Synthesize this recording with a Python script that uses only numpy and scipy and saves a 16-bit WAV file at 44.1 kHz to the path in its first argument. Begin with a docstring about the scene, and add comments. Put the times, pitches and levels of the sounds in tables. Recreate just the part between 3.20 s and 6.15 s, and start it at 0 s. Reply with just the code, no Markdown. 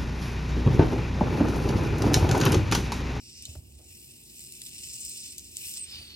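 """Gas hisses through the thread of a plastic soda bottle cap, eased open close to a phone in a small room.
The leak is noise and foam sputter coloured by the gap; narrow noise makes its first breathy ring.
Unsteady edge tones whistle for a moment and a lower, resonant noise rushes out as the gap widens.
Damped cracks tick as the cap slips; decaying sines and noise make the hand's bumps, knocks and rubs.
Low resonant noise is the quivering bottle; dark noise and faint sines are the room."""
import sys
import numpy as np
from scipy import signal
from scipy.fft import rfft, irfft
from scipy.io import wavfile
from scipy.ndimage import map_coordinates

SR = 44100
rng = np.random.default_rng(int(sys.argv[2]) if len(sys.argv) > 2 else 0)


def store_pcm(level_fs):
    """Save levels as 16-bit WAV."""
    pcm = np.round(np.clip(level_fs, -1, 1) * 32767).astype(np.int16)
    wavfile.write(sys.argv[1], SR, np.atleast_2d(pcm).T)


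N = 130095
T = np.arange(N) / SR
FREQS = np.maximum(np.arange(N // 2 + 1) * SR / N, 1)
TILT_PIVOT_HZ = 7000
FLUTTER_PER_S = 130


def amp(db):
    """Decibels to gain."""
    return 10 ** (np.asarray(db) / 20)


def unit(x):
    """Scale to rms 1."""
    return x / np.sqrt(np.mean(x ** 2) + 1e-30)


def over_hz(points):
    """Join (frequency [Hz], value) points on a log-frequency axis."""
    hz, value = np.array(points).T
    return np.interp(np.log(FREQS), np.log(hz), value)


def over_time(rows):
    """One curve for each column after the time."""
    at_s, *columns = np.array(rows).T
    return [np.interp(T, at_s, column) for column in columns]


def shape(x, gain):
    """Filter by a gain for each frequency."""
    return irfft(rfft(x) * gain, N)


def noise():
    """White noise of rms near 1."""
    return rng.standard_normal(N)


def walk(rate_per_s):
    """Random points joined by lines, with a spread near 1."""
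    return map_coordinates(noise(), [T * rate_per_s], order=1) * np.sqrt(3 / 2)


def fade(start_s, decay_s):
    """Sudden start and exponential decay."""
    return (T >= start_s) * np.exp(-np.abs(T - start_s) / decay_s)


def narrow(hz, width_hz):
    """Noise in a narrow resonance that follows a pitch curve."""
    turn = 2 * np.pi * np.cumsum(hz) / SR
    return unit(walk(width_hz) * np.cos(turn) + walk(width_hz) * np.sin(turn))


# leak through the thread: (time [s], level [dB], tilt [dB/octave], treble step [dB], sputter share [0-1])
LEAK_COURSE = [(0, -54, -2, 2, 0), (.24, -50, -3, 3, 0), (.34, -49, 0.5, 1, 0.03), (.42, -54, -3, 16, 0.02),
               (.57, -56, -1, 6, 0.53), (.72, -47.5, -2.5, 11.5, 0.4), (1.05, -49.5, -2, 10.5, 0.08),
               (1.2, -43.5, -0.5, 8, 0.8), (1.39, -45, -2.5, 11, 0.28), (1.53, -43.5, -2, 5.5, 1),
               (1.6, -40.5, 0.5, 1.5, 0.71), (1.86, -39, 3.5, -2.5, 0.41), (2.07, -41.5, 1.5, -3.5, 0.06),
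               (2.15, -48, -1, 3.5, 0.7), (2.29, -47.5, 0, 4, 0), (2.48, -33.5, -3, 13.5, 0.1),
               (2.575, -37.5, 5.5, -2, 0.64), (2.6, -49, -3.5, -3, 0.36), (2.7, -49, -5.5, 13, 0.2),
               (2.95, -56.5, -7, 24, 0)]
# colour of the gap under the cap: (frequency [Hz], gain [dB])
GAP_COLOUR = [(1300, -37.5), (1900, -23), (2750, -3.5), (3100, -9.5), (3550, -8.5), (4100, -7.5),
              (4500, -11.5), (5000, -3), (5500, -2), (6000, -9), (6600, -8.5), (6950, -2), (8300, -1),
              (8850, -4), (9200, -9.5), (10400, -9.5), (11500, -13.5), (14500, -21.5), (15600, -8.5)]
FLUTTER_DB, FLICKER_DB, FLICKER_PER_S = 1.2, 1.1, 35.27
TREBLE_HZ = 9620  # centre of the treble step


def leak():
    """Jet noise and sputter ring the gap under the cap; the flow flutters and each band flickers."""
    db, tilt, treble_db, wet = over_time(LEAK_COURSE)
    wet = np.clip(wet, 0, 1)
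    jet = np.sqrt(1 - wet) * noise() + np.sqrt(wet) * sputter()
    jet = unit(shape(jet, amp(over_hz(GAP_COLOUR))))
    centres_hz = np.geomspace(1500, 15000, 11)
    out, power = 0, 0
    for hz, pick in zip(centres_hz, np.eye(len(centres_hz))):
        band = shape(jet, np.interp(FREQS, centres_hz, pick))
        tilt_db = tilt * np.log2(hz / TILT_PIVOT_HZ)
        step = (1 + np.tanh(6 * np.log(hz / TREBLE_HZ))) / 2
        gain = amp(tilt_db + treble_db * step)
        out = out + band * gain * amp(FLICKER_DB * walk(FLICKER_PER_S))
        power = power + np.mean(band ** 2) * gain ** 2
    # tilt and treble change the colour, not the level
    return out / np.sqrt(power) * amp(db + FLUTTER_DB * walk(FLUTTER_PER_S))


SPUTTER_PER_S, SPUTTER_SPREAD_DB = 2200, 6.5
POP_DECAY_S = 0.00023  # of the energy


def sputter():
    """Films of foam burst in the gap: dense tiny pops of very unequal size."""
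    due = rng.random(N) < SPUTTER_PER_S / SR
    size_db = SPUTTER_SPREAD_DB * np.tanh(noise() / 2) * 2  # soft limit on the extremes
    pops = due * amp(size_db)
    energy = signal.lfilter([1], [1, -np.exp(-1 / (POP_DECAY_S * SR))], pops ** 2)
    return unit(np.sqrt(energy) * noise())


# first narrow opening: (time [s], level [dB])
SEEP_COURSE = [(0, -57), (.22, -50.5), (.36, -77)]
SEEP_HZ, SEEP_WIDTH_HZ = 5300, 1500


def seep():
    """Gas squeezes past the seal with a breathy ring at one pitch until the grip changes."""
    db, = over_time(SEEP_COURSE)
    return narrow(np.full(N, SEEP_HZ), SEEP_WIDTH_HZ) * amp(db) * (T < SEEP_COURSE[-1][0])


BUBBLES_FROM_S, BUBBLES_TO_S, BUBBLES_PER_S = 1.3, 1.7, 68
BUBBLE_DB, BUBBLE_SPREAD_DB = -26.5, 4.5  # impulse before the gap colours it


def bubbles():
    """Larger bubbles burst one by one in the foam: lone impulses ring the gap."""
    due = (T > BUBBLES_FROM_S) & (T < BUBBLES_TO_S) & (rng.random(N) < BUBBLES_PER_S / SR)
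    pops = due * amp(BUBBLE_DB + BUBBLE_SPREAD_DB * noise())
    return shape(pops, amp(over_hz(GAP_COLOUR)))


# rush through the widened gap: (time [s], level [dB], resonance centre [Hz])
RUSH_COURSE = [(2.5, -61, 5060), (2.575, -43, 5090), (2.6, -62, 5310), (2.70, -46, 5023),
               (2.735, -39.5, 5020), (2.81, -45.5, 4720), (2.95, -48, 4300)]
# colour of its air noise: (frequency [Hz], gain [dB])
RUSH_AIR_COLOUR = [(200, -25), (900, -22), (1500, -19.5), (2100, -15.5), (2700, -4), (4000, -2), (5100, -8),
                   (6000, -15.5), (15000, -32)]
RUSH_RING_DB, RUSH_WIDTH_HZ, RUSH_SPUTTER = -2, 450, 0.72  # ring and sputter relative to the noise


def rush():
    """The last gas leaves by a wider gap: lower, with a broad resonance that sinks."""
    db, hz = over_time(RUSH_COURSE)
    air = noise() + RUSH_SPUTTER * sputter()
    air = unit(shape(air, amp(over_hz(RUSH_AIR_COLOUR))))
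    ringing = unit(air + amp(RUSH_RING_DB) * narrow(hz, RUSH_WIDTH_HZ))
    return ringing * amp(db + walk(FLUTTER_PER_S)) * (T > RUSH_COURSE[0][0])


# whistles at the edge of the gap, strong then thin: (time [s], pitch [Hz], level [dB])
STRONG_WHISTLE = [(2.57, 8340, -47), (2.593, 8480, -36.5), (2.604, 8930, -41.5), (2.613, 8100, -36),
                  (2.626, 8300, -36), (2.64, 8160, -37), (2.652, 8580, -42.5), (2.659, 8650, -55)]
FAINT_WHISTLE = [(2.78, 9150, -60), (2.835, 9020, -55), (2.862, 8450, -59), (2.89, 8270, -60.5)]


def whistle(rows, jitter_hz, rough):
    """An unsteady edge tone with a noisy skirt."""
    hz, db = over_time(rows)
    tone = unit(np.sin(2 * np.pi * np.cumsum(hz + jitter_hz * walk(500)) / SR))
    sounding = (T > rows[0][0]) * (T < rows[-1][0])
    return unit(tone + rough * narrow(hz, width_hz=840)) * amp(db) * sounding


# slips of the cap on its thread: (time [s], relative level [dB], decay [ms], tilt [dB/octave])
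CAP_TICKS = [(0.2237, -27, 1.4, -1), (0.2538, -21.5, 1.6, -9.5), (1.323, -23, 0.66, 3),
             (1.4179, -22, 1.1, -6), (1.4522, -25, .45, 0), (1.463, -25, 1.7, 0), (1.8508, -16.5, .45, 6),
             (1.8952, -23.5, 1.7, 2), (2.1814, -22, 2.7, 0), (2.195, -27, 0.86, -6),
             (2.3696, -13, 0.65, -4.5)]
# colour of a tick: (frequency [Hz], gain [dB])
CAP_COLOUR = [(700, -46), (1500, -39.5), (2500, -23.5), (3600, -6), (5200, -10), (6300, -5), (8000, 1.5),
              (9500, -2.5), (15000, -12)]
TICK_RISE_S = 0.00022


def ticks():
    """Short cracks of the plastic cap: each builds for an instant and is quickly damped."""
    out, colour_db = 0, over_hz(CAP_COLOUR)
    octaves = np.log2(np.maximum(FREQS, 2000) / TILT_PIVOT_HZ)
    for at_s, db, decay_ms, tilt in CAP_TICKS:
        swell = np.exp(-np.abs(T - at_s) / np.where(T < at_s, TICK_RISE_S, decay_ms / 1000))
        grains = rng.choice([-1., 1.], N) * swell
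        crack = unit(shape(grains, amp(colour_db + tilt * octaves)))
        # energy of the swell, whatever the colour
        out = out + amp(db) * crack * np.sqrt(np.mean(swell ** 2)) / 2
    return out


# bumps of the hand on the bottle: (time [s], pitch [Hz], level [dB], three times the rise [s])
HAND_BUMPS = [(0.285, 85.5, -35.5, 0.024), (0.359, 89, -34.5, 0.034), (0.385, 87, -32.5, 0.01)]
# knocks and rubs of the hand on the bottle: (time [s], level [dB], decay [s])
HAND_CONTACTS = [(0.275, -60.5, 0.13), (0.3539, -42.5, 0.0073), (0.592, -58.5, 0.045), (2.805, -55, 0.016)]
# colour of a knock or rub: (frequency [Hz], gain [dB])
CONTACT_COLOUR = [(130, -2.5), (300, 9.5), (450, -1), (660, 2.5), (1000, -14), (2400, -20.5), (6000, -21)]


def handling():
    """Soft low bumps of the full bottle, and knocks and rubs of the hand on it as decaying noise."""
    out = 0
    for start_s, hz, db, length_s in HAND_BUMPS:
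        age_s = np.maximum(T - start_s, 0)
        swell = 3 * age_s / length_s
        out = out + amp(db) * swell * np.exp(1 - swell) * np.sin(2 * np.pi * hz * age_s)
    contact = unit(shape(noise(), amp(over_hz(CONTACT_COLOUR))))
    level = sum(amp(db) * fade(start_s, decay_s) for start_s, db, decay_s in HAND_CONTACTS)
    return out + contact * level


# quiver of the bottle in the straining hand: (time [s], level [dB])
QUIVER_COURSE = [(0, -64), (.28, -52), (.75, -55), (.82, -67), (1.48, -66.5), (1.65, -58), (2.15, -65),
                 (2.25, -50.5), (2.58, -66.5), (2.75, -48.5), (2.95, -60)]
QUIVER_HZ = 69.7


def quiver():
    """A low resonant rumble that comes and goes as the hand strains at the cap."""
    db, = over_time(QUIVER_COURSE)
    body = 1 / np.hypot(1, 2 * (FREQS / QUIVER_HZ - QUIVER_HZ / FREQS)) ** 2
    return unit(shape(noise(), body)) * amp(db)


# colour of the room noise: (frequency [Hz], gain [dB])
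ROOM_COLOUR = [(20, 2), (60, -7.5), (125, 3), (170, -1.5), (400, -8), (520, -21), (800, -24), (1400, -38),
               (16000, -92)]
# hum: (frequency [Hz], level [dB])
ROOM_HUM = [(59.2, -66), (231.5, -70), (290.7, -77.5), (355.3, -74.5)]
ROOM_DB, ROOM_WIDE_HZ = -60, 373  # full stereo width from ROOM_WIDE_HZ up


def room():
    """Low rumble, more alike in both channels in the bass, with a faint wavering hum."""
    colour = amp(over_hz(ROOM_COLOUR))
    mid, side = (unit(shape(noise(), colour)) for _ in range(2))
    side = shape(side, np.clip(FREQS / ROOM_WIDE_HZ, .25, 1))
    hum = 0
    for hz, db in ROOM_HUM:
        level = amp(db + 2 * walk(3.53)) * np.sqrt(2)
        hum = hum + level * np.sin(2 * np.pi * hz * T + walk(6))
    return amp(ROOM_DB) * (mid + side * np.array([[1], [-1]])) + hum


# phase lead of the left port over the right: (frequency [Hz], phase [rad])
LEFT_LEAD = [(1700, 1.5), (2400, 1.53), (3300, 3), (4200, 5), (5000, 5), (5800, 4.5), (6500, 5.5),
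             (7200, 1.5), (8300, -0.05), (9000, -1.06), (10200, -4), (12100, -5), (15900, -9.5)]
# extra level of the left port over the right: (frequency [Hz], level [dB])
LEFT_EXTRA = [(1500, -1), (3100, 1), (4600, -3), (5300, 0.5), (6200, -4.5), (6900, 5.5), (8000, -1),
              (12000, 0.5)]
WALLS_DB, WALLS_T60_S, WALLS_DELAY_S = -7, .08, 0.0009


def ports(x):
    """Sound meets two microphone ports with unlike phase and level, then short wall reflections."""
    hz, radians = np.array(LEFT_LEAD).T
    lead = np.exp(.5j * np.interp(FREQS, hz, radians))
    decay = fade(WALLS_DELAY_S, WALLS_T60_S / np.log(1000))
    tails = [rfft(noise() * decay) for _ in range(2)]
    left, right = (amp(WALLS_DB) * h / np.sqrt(np.mean(np.abs(h) ** 2)) for h in tails)
    balance = amp(over_hz(LEFT_EXTRA) / 2)
    spectra = np.array([(lead + left) * balance, (lead.conj() + right) / balance])
    responses = np.roll(irfft(spectra, N), N // 2, axis=1)  # centred: a lead needs room before zero
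    heard = signal.fftconvolve(x[None], responses, axes=1)[:, N // 2:N // 2 + N]
    return heard / np.hypot(1, amp(WALLS_DB))


def scene():
    """Gas and cap pass the ports; hand, quiver and room are added a little louder on the right."""
    gas = leak() + seep() + bubbles() + rush()
    gas = gas + whistle(STRONG_WHISTLE, jitter_hz=111.6, rough=0.51)
    gas = gas + whistle(FAINT_WHISTLE, jitter_hz=22, rough=.2)
    around = handling() + quiver() + room()
    return ports(gas + ticks()) + around * amp(np.array([[-1], [1]]))


LOW_CUT_HZ, TOP_HZ = 58.5, 15900


def record(dry):
    """The phone cuts the deepest bass gently and the top steeply."""
    thin = signal.sosfilt(signal.butter(2, LOW_CUT_HZ, "high", fs=SR, output="sos"), dry)
    return signal.sosfilt(signal.ellip(10, .2, 80, TOP_HZ, fs=SR, output="sos"), thin)


dry = scene()
out = record(dry)
store_pcm(out)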